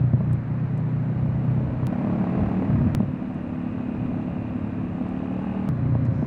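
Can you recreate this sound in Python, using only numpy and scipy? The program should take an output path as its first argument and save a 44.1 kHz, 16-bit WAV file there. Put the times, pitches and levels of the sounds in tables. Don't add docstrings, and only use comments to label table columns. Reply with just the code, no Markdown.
import sys
import numpy as np
from scipy import signal
from scipy.io import wavfile
from scipy.ndimage import uniform_filter1d

SR = 44100
rng = np.random.default_rng(int(sys.argv[2]) if len(sys.argv) > 2 else 0)


def materialize(psi):
    bounded = np.clip(np.atleast_2d(psi).T, -1, 1)
    quanta = np.round(bounded * 32767).astype(np.int16)
    wavfile.write(sys.argv[1], SR, quanta)


N = 276066


def from_db(db):
    return 10 ** (np.asarray(db) / 20)


def rms_one(x):
    return x / np.sqrt(np.mean(x ** 2) + 1e-20)


def evened(x, seconds=0.15):
    return x / np.sqrt(uniform_filter1d(x ** 2, int(seconds * SR)) + 1e-20)


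def drift(rate_hz):
    r = np.exp(-80 * np.pi * rate_hz / SR)
    noise = rng.standard_normal(N // 40 + 2002)
    slow = signal.lfilter([1], [1, -2 * r, r * r], noise)[2000:]
    return np.interp(np.arange(N) / 40, np.arange(len(slow)), rms_one(slow))


def resonate(x, modes, order=2):
    out = 0
    for k, (hz, width_hz, db) in enumerate(modes):
        r, y = np.exp(-np.pi * width_hz / SR), x + 1e-18
        zeros = np.array([1, 0, -1]) * (1 - r * r) / 2
        poles = [1, -2 * r * np.cos(2 * np.pi * hz / SR), r * r]
        for _ in range(order):
            y = signal.lfilter(zeros, poles, y)
        out = out + (-1) ** k * from_db(db) * y
    return out


def banded_noise(spectrum, patchy_db):
    hz, db = np.transpose(spectrum)
    edges = hz[0] * 2 ** np.arange(0, np.log2(hz[-1] / hz[0]), 1 / 3)
    out, together, white = 0, drift(2.5), rng.standard_normal((2, N))
    for k, (low, high) in enumerate(zip(edges, edges[1:])):
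        sos = signal.butter(2, [low, high], "band", fs=SR, output="sos")
        band = signal.sosfilt(sos, white[k % 2])
        level_db = np.interp(np.log(low * high) / 2, np.log(hz), db)
        flicker_db = patchy_db * (0.076 * together + drift(19))
        out = out + from_db(level_db + flicker_db) * band
    return rms_one(out)


# time in seconds, jump of the wave (-1 to 1).
JOINS = [(1.8696, -.1), (2.9496, .24), (5.6896, .07)]


def joins():
    steps = np.zeros(N)
    for s, jump in JOINS:
        steps[round(s * SR)] = jump
    return signal.lfilter([1], [1, -np.exp(-1 / (.0015 * SR))], steps + 1e-18)


def stretch_numbers():
    return np.searchsorted([s for s, jump in JOINS], np.arange(N) / SR)


def by_stretch(rows):
    return np.array(rows)[stretch_numbers()].T


def in_time(tables):
    t, stretch = np.arange(N) / SR, stretch_numbers()
    out = np.zeros((len(tables[0][0]) - 1, N))
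    for k, rows in enumerate(tables):
        here = stretch == k
        s, *columns = np.transpose(rows)
        out[:, here] = [np.interp(t[here], s, c) for c in columns]
    return out


def side_hiss():
    sos = signal.butter(6, [4000, 11500], "band", fs=SR, output="sos")
    hiss = signal.sosfilt(sos, rng.standard_normal(N))
    return from_db(-83.5) * rms_one(hiss) * np.array([[1], [-1]])


# centre in Hz, width of one filter pass in Hz, level in dB.
SWELL_BAND = [(5200, 2800, 0)]
SWELL_START_S, SWELL_RISE_S, SWELL_DB = 6.05, .1, -72


def swell():
    rise = np.clip((np.arange(N) / SR - SWELL_START_S) / SWELL_RISE_S, 0, 1)
    return from_db(SWELL_DB) * rise ** 2 * rms_one(resonate(rng.standard_normal(N), SWELL_BAND))


# start in seconds, peak in dB, pitch in Hz,
# width of one filter pass in Hz.
TICKS = [(0.145, -66, 8100, 5040), (0.331, -45.5, 7900, 6050), (0.7766, -50, 6870, 4970),
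         (3.3443, -61, 7000, 4030), (5.0883, -56, 6900, 5000), (6.053, -51, 6330, 3020),
         (6.0634, -54, 4340, 2000), (6.0824, -70, 9000, 4000)]


def ticks():
    out, t = np.zeros(N), np.arange(SR // 100) / SR
    for s, db, hz, width_hz in TICKS:
        decaying = rng.standard_normal(len(t)) * np.exp(-t / 0.0025)
        burst = resonate(decaying, [(hz, width_hz, 0)])
        i = round(s * SR)
        out[i:i + len(t)] += from_db(db) * burst / np.abs(burst).max()
    return out


# time in seconds, rumble rms in dB.
RUMBLE_LEVEL = [
    [(0, -40), (.3, -40.5), (.8, -38.5), (1.45, -34.5), (1.7, -29), (1.85, -42)],
    [(1.89, -37), (2.3, -36.5), (2.41, -25), (2.5, -31), (2.75, -30.5), (2.88, -30.5)],
    [(2.96, -39.5), (3.25, -38), (3.7, -38.5), (4.05, -32), (4.4, -36.5), (5.15, -36), (5.67, -37)],
    [(5.71, -32.5), (6.24, -36.5)],
]
# frequency in Hz, relative density in dB per Hz.
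RUMBLE_SPECTRUM = [(15, -35.5), (28, -12), (45, -13), (65, -7), (85, -2), (115, 1.5), (165, -15.5)]
# frequency in Hz, relative density in dB per Hz.
BUFFET_SPECTRUM = [(55, -34), (85, -20), (120, -5), (170, -4.5), (240, -3), (330, -16.5), (450, -18),
                   (700, -38)]
BUFFET_CALM_DB = [-34, -32, -35, -35]
CALM_DB, BUFFET_FOLLOWS = -40, 0.49


def wind():
    (rumble_db,) = in_time(RUMBLE_LEVEL)
    buffet_db = by_stretch(BUFFET_CALM_DB) + BUFFET_FOLLOWS * (rumble_db - CALM_DB)
    buffeting = from_db(buffet_db) * banded_noise(BUFFET_SPECTRUM, patchy_db=1.2)
    return from_db(rumble_db) * banded_noise(RUMBLE_SPECTRUM, patchy_db=2.0) + buffeting


# frequency in Hz, relative density in dB per Hz.
TREBLE_SPECTRUM = [(2500, 1.5), (3300, 9), (4300, -7), (5200, -9.5), (8000, -10), (11000, -18),
                   (14000, -52.5)]


def treble(puff, cruise_db, load_db):
    hiss = evened((1 + .08 * puff) * banded_noise(TREBLE_SPECTRUM, patchy_db=1.0))
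    return from_db(cruise_db + 0.34 * load_db) * hiss


# frequency in Hz, relative density in dB per Hz.
VALVE_SPECTRUM = [(500, 5.5), (900, -0.5), (1300, -4.5), (2100, -10), (2550, -16.5), (3000, -40),
                  (3400, -30.5), (5000, -36.5)]
THROB, THROB_FOLLOWS = .45, .6


def valve_gear(puff, cruise_db, load_db):
    throb = 1 + THROB * from_db(THROB_FOLLOWS * load_db) * puff
    hiss = evened(throb * banded_noise(VALVE_SPECTRUM, patchy_db=0.24))
    return from_db(cruise_db + 0.18 * load_db) * hiss


def mesh_tone(per_s, teeth):
    hz = teeth * per_s * (1 + 0.0022 * drift(17))
    return from_db(0.53 * drift(23)) * np.sin(2 * np.pi * np.cumsum(hz) / SR)


# start in seconds, end in seconds, multiple of the cycle rate.
GEAR_TONES = [(.9, 1.8, 91.5), (1.9, 2.75, 68), (2.05, 2.4, 72), (2.45, 2.65, 94), (2.97, 3.35, 68),
              (3.05, 3.35, 72), (3.3, 4.95, 76), (3.45, 4.15, 70), (3.9, 5.1, 68), (4.75, 5.1, 72),
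              (5.2, 5.68, 67), (5.3, 5.68, 71.5), (5.35, 5.68, 74), (5.8, 6.2, 92)]
# peak level in dB, around which it wavers.
GEAR_TONES_DB = [-71, -64, -62, -72, -64, -65, -64, -61, -61, -62, -61, -63, -64, -73]
# mode in Hz, width of one filter pass in Hz, relative level in dB.
CASE_MODES = [(2490, 450, -0.5), (2860, 330, -4.5)]
TONE_FADE_S, THIN_WHINE = .08, 135
TAP_SHARE = .9


def gears(per_s, whirr_db, thin_db):
    t, tones = np.arange(N) / SR, 0
    for (start, end, teeth), db in zip(GEAR_TONES, GEAR_TONES_DB):
        fade = np.clip(np.minimum(t - start, end - t) / TONE_FADE_S, 0, 1)
        tones = tones + from_db(db) * fade * mesh_tone(per_s, teeth)
    taps = np.diff(np.floor(np.cumsum(per_s) / SR), prepend=0)
    struck = TAP_SHARE * rms_one(taps) + rng.standard_normal(N)
    case = from_db(whirr_db) * rms_one(resonate(struck, CASE_MODES))
    return tones + from_db(thin_db) * mesh_tone(per_s, THIN_WHINE) + case


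# mode in Hz, width of one filter pass in Hz,
# relative level in dB.
DRONE = [(186, 62, 0)]
BARK = [(235.6, 64.6, 0)]
RASP = [(418.3, 110, 0.5), (631.5, 71, 2), (808, 170, -6.5), (1103, 160, -9.5), (1155, 290, -18)]
# mode in Hz, width of one filter pass in Hz, relative level in dB.
POP_BOOM = [(115, 65, 0)]
# start in seconds, thud peak in dB (before the muffling),
# rasp peak against the thud in dB, boom peak against the thud in dB.
POPS = [(0.132, -15, -11, 5.5), (0.172, -31, -2, -11), (0.202, -22.5, -0.5, -19), (1.247, -26, -20, -2),
        (1.923, -37, 17, -15), (1.98, -34, 9, -15), (2.007, -18, -5, -18), (2.042, -20, -2, -13),
        (2.067, -24, 2, -25), (2.096, -21, 0, -6), (2.29, -31, 2, -8), (2.346, -35, 0, -12),
        (2.39, -26, 5.5, -4), (2.54, -25.5, -9, -11), (2.567, -33, 4, -13), (2.619, -29, 3.5, -13),
        (2.676, -21, -22, -12), (2.709, -26, -12, -1), (2.732, -20, -17, 3.5), (2.758, -33, -7, -3),
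        (2.784, -27.5, -23, 16.5), (2.815, -24.5, -13, 11.5), (2.848, -24, -20, 9), (2.87, -20, -10, 6.5),
        (2.97, -25.5, -15, 11.5), (2.999, -10, -7, -18), (3.026, -17.5, -9, -5), (4.949, -28, -4, -15),
        (5.007, -18.5, -16, -7), (5.888, -26.5, -17, -8), (5.921, -36.5, -13, 10.5), (5.948, -20.5, 3, -4),
        (6.082, -31.5, -15, 18), (6.119, -23.5, -9, 8), (6.222, -13.5, -8, -16)]


def pops():
    out, push = np.zeros(N), np.zeros(SR // 10)
    push[round(.003 * SR)] = 1
    rings = [resonate(push, DRONE + BARK, order=1), resonate(push, RASP, order=1), resonate(push, POP_BOOM)]
    thud, rasp, boom = (x / np.abs(x).max() for x in rings)
    for s, db, rasp_db, boom_db in POPS:
        i = round(s * SR)
        pop = from_db(db) * (thud + from_db(rasp_db) * rasp + from_db(boom_db) * boom)
        out[i:i + len(push)] -= pop[:N - i]
    return out


SINGING = [14, 16, 17, 18, 19, 20, 21, 22, 23, 28, 30, 32, 34]
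# level against the rasp in dB, around which it wavers.
SINGING_DB = [(-14, -26, -10, -10, -24, -26, -13, -24, -26, -18, -16, -16, -30),
              (-13, -18, -7, -13, -11, -12, -14, -24, -26, -20, -20, -22, -26),
              (-8, -17, -8, -17, -22, -18, -10, -15, -16, -17, -16, -15, -24),
              (-26, -22, -26, -26, -26, -26, -26, -26, -26, -30, -30, -30, -30)]
SINGING_RISE = [0, -1, 0, -5, 0, 0, 3, 3.5, 3.5, 2, 5, 2, -4]
SINGING_PER_S = 38


def singing(turns, per_s):
    climb = np.where(np.arange(N) / SR > JOINS[1][0], per_s - SINGING_PER_S, 0)
    out = 0
    for k, db, rise_db in zip(SINGING, by_stretch(SINGING_DB), SINGING_RISE):
        level_db = db + rise_db * climb + 2.5 * drift(4)
        out = out + from_db(level_db) * np.cos(2 * np.pi * k * turns)
    return out


SECOND_CYLINDER, SECOND_DB = .45, -15
SCATTER_DB, SCATTER_S = 13, .007


def firings(turns, uneven):
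    clicks, cycles = np.zeros(N), np.arange(int(turns[-1]))
    chance = np.clip(rng.standard_normal((len(cycles), 4)), -2, 2)
    for k, (share, db) in enumerate([(0, 0), (SECOND_CYLINDER, SECOND_DB)]):
        at = np.clip(np.searchsorted(turns, cycles + share), 0, N - 1)
        shift = (uneven[at] ** 2 * SCATTER_S * SR * chance[:, k]).astype(int)
        moved = np.clip(at + shift, 0, N - 1)
        clicks[moved] += from_db(db + SCATTER_DB * uneven[at] * chance[:, 2 + k])
    return clicks


PUFF_S = .002


def gas_puffs(clicks):
    fade = np.exp(-1 / (PUFF_S * SR))
    return signal.lfilter([np.e * (1 - fade)], [1, -2 * fade, fade ** 2], clicks)


def delayed(x, seconds):
    return np.roll(x, round(seconds * SR))


# time in seconds, boom in dB,
# drone in dB, rasp in dB (the rasp is also the engine's load).
ENGINE = [
    [(0, -19.5, -39.5, -52.5), (.2, -24, -26.5, -56), (.34, -20, -34.5, -47), (.38, -29, -41, -57),
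     (.5, -26, -32, -54), (.75, -25, -28.5, -51), (1.4, -24, -29.5, -45), (1.57, -20.5, -25.5, -41.5),
     (1.7, -34.5, -39, -44), (1.85, -24, -40, -41.5)],
    [(1.89, -31, -29.5, -42.5), (2.2, -35.5, -26.5, -36), (2.42, -41.5, -30, -35), (2.6, -41, -26, -38.5),
     (2.7, -26, -31, -37.5), (2.8, -21.5, -26.5, -43), (2.94, -28, -29, -44)],
    [(2.96, -37, -43, -46), (3.04, -34, -34, -44.5), (3.09, -30.5, -33, -48), (3.2, -46.5, -39.5, -48),
     (3.75, -41, -36.5, -44.5), (4.1, -33.5, -35.5, -43), (4.8, -54.5, -35.5, -46),
     (5.25, -49, -32.5, -40.5), (5.67, -47, -29, -40)],
    [(5.71, -26.5, -26.5, -57.5), (5.8, -27, -34.5, -55.5), (5.95, -21.5, -41, -63),
     (6.05, -25.5, -49, -58), (6.24, -27, -34, -63)],
]
CRANK_AHEAD = [-.13, .65, .93, 1.19]
# mode in Hz, width of one filter pass in Hz, relative level in dB.
BOOM = [(121, 50, 3.5), (62, 110, -18)]
LOPE = [(92, 60, 0)]
THROAT = [(322, 56, 0)]
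SLOW_DRONE = [(146.4, 64, -2), (203, 60, -16)]
LOPE_DB, LOPE_DB_PER_UNEVEN, LOPE_FULL = -25, 88, .25
THROAT_DB, RASP_NOISE = -2.5, .85
DRONE_LEAD_S, BOOM_LAG_S, THROAT_LAG_S, RASP_LAG_S = .004, .003, .003, .0075


def exhaust(per_s, uneven, bark_db):
    boom_db, drone_db, rasp_db = in_time(ENGINE)
    turns = np.cumsum(per_s) / SR + by_stretch(CRANK_AHEAD)
    clicks = firings(turns, uneven)
    puff = gas_puffs(clicks)
    gas, beats = rng.standard_normal(N), rms_one(clicks)
    thump = beats + .5 * uneven * gas
    low = beats + 1.05 * uneven * gas
    high = beats + (.12 + .4 * puff) * gas

    lope_db = LOPE_DB + LOPE_DB_PER_UNEVEN * np.minimum(uneven, LOPE_FULL)
    lope = from_db(lope_db) * evened(resonate(thump, LOPE))
    boom = delayed(evened(resonate(thump, BOOM, order=3)) + lope, BOOM_LAG_S)
    bark, throat, slow_drone = (evened(resonate(low, modes)) for modes in (BARK, THROAT, SLOW_DRONE))
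    fast_drone = evened(resonate(low, DRONE, order=4))
    drone = delayed(np.where(per_s > 33, fast_drone, slow_drone), -DRONE_LEAD_S)
    throat = delayed(throat, THROAT_LAG_S)
    rasp = RASP_NOISE * evened(resonate(high, RASP)) + singing(turns, per_s)
    rasp, puff = delayed(rasp, RASP_LAG_S), delayed(puff, RASP_LAG_S)

    pipe = from_db(boom_db) * boom - from_db(drone_db) * drone + from_db(bark_db) * bark
    pipe = pipe - from_db(rasp_db + THROAT_DB) * throat + from_db(rasp_db) * rasp
    return pipe, puff


def muffled(x):
    return signal.sosfilt(signal.butter(2, 1700, fs=SR, output="sos"), x)


# time in seconds, cycles per second.
SPEED = [
    [(0.0, 30.7), (0.132, 30.1), (0.242, 29.9), (0.422, 29.8), (0.504, 30.2), (0.668, 31.6), (0.756, 30.4),
     (1.462, 31.5), (1.85, 31.3)],
    [(1.89, 34.5), (2.612, 37.5), (2.72, 36.7), (2.796, 35.1), (2.94, 35.9)],
    [(2.96, 35.4), (3.09, 35.6), (3.31, 37.1), (3.43, 35.5), (3.68, 35.9), (4.92, 35.7), (5.19, 36.9),
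     (5.3, 37.0), (5.44, 38.1), (5.67, 38.8)],
    [(5.71, 30.0), (5.75, 30.3), (6.24, 29.7)],
]
# time in seconds, unevenness from 0 to 1.
UNEVEN = [
    [(0, .24), (.38, .24), (.5, .08), (1.55, .08), (1.7, .33)],
    [(1.9, .08), (2.6, .08), (2.72, .34)],
    [(2.96, .36), (3.2, .2), (3.5, .12), (5.0, .12), (5.2, .07)],
    [(5.7, .24), (6.2, .28)],
]
# bark in dB (before the muffling), valve gear in dB,
# treble in dB, whirr of the gear case in dB, thin whine in dB.
STRETCHES = [(-39, -43, -69, -67, -79.5), (-33, -41, -69.5, -64, -99), (-31.5, -44, -68.5, -60.5, -96.5),
             (-31, -40.5, -67, -77, -75)]
CRUISE_DB = -44
BARK_FOLLOWS, WHIRR_FOLLOWS = 0.12, 0.43


def scene():
    (per_s,), (uneven,) = in_time(SPEED), in_time(UNEVEN)
    bark_db, valve_db, treble_db, whirr_db, thin_db = by_stretch(STRETCHES)
    load_db = in_time(ENGINE)[-1] - CRUISE_DB
    pipe, puff = exhaust(per_s, uneven, bark_db + BARK_FOLLOWS * load_db)
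    metal = gears(per_s, whirr_db + WHIRR_FOLLOWS * load_db, thin_db)
    hisses = valve_gear(puff, valve_db, load_db) + treble(puff, treble_db, load_db)
    mid = muffled(pipe + pops()) + wind() + hisses + metal + swell() + ticks()
    return mid + side_hiss()


def record(dry):
    rounded = .5 * np.tanh(dry / .5)
    steep = signal.ellip(10, .5, 70, 16700, fs=SR, output="sos")
    return signal.sosfilt(steep, rounded + joins())


dry = scene()
out = record(dry)
materialize(out)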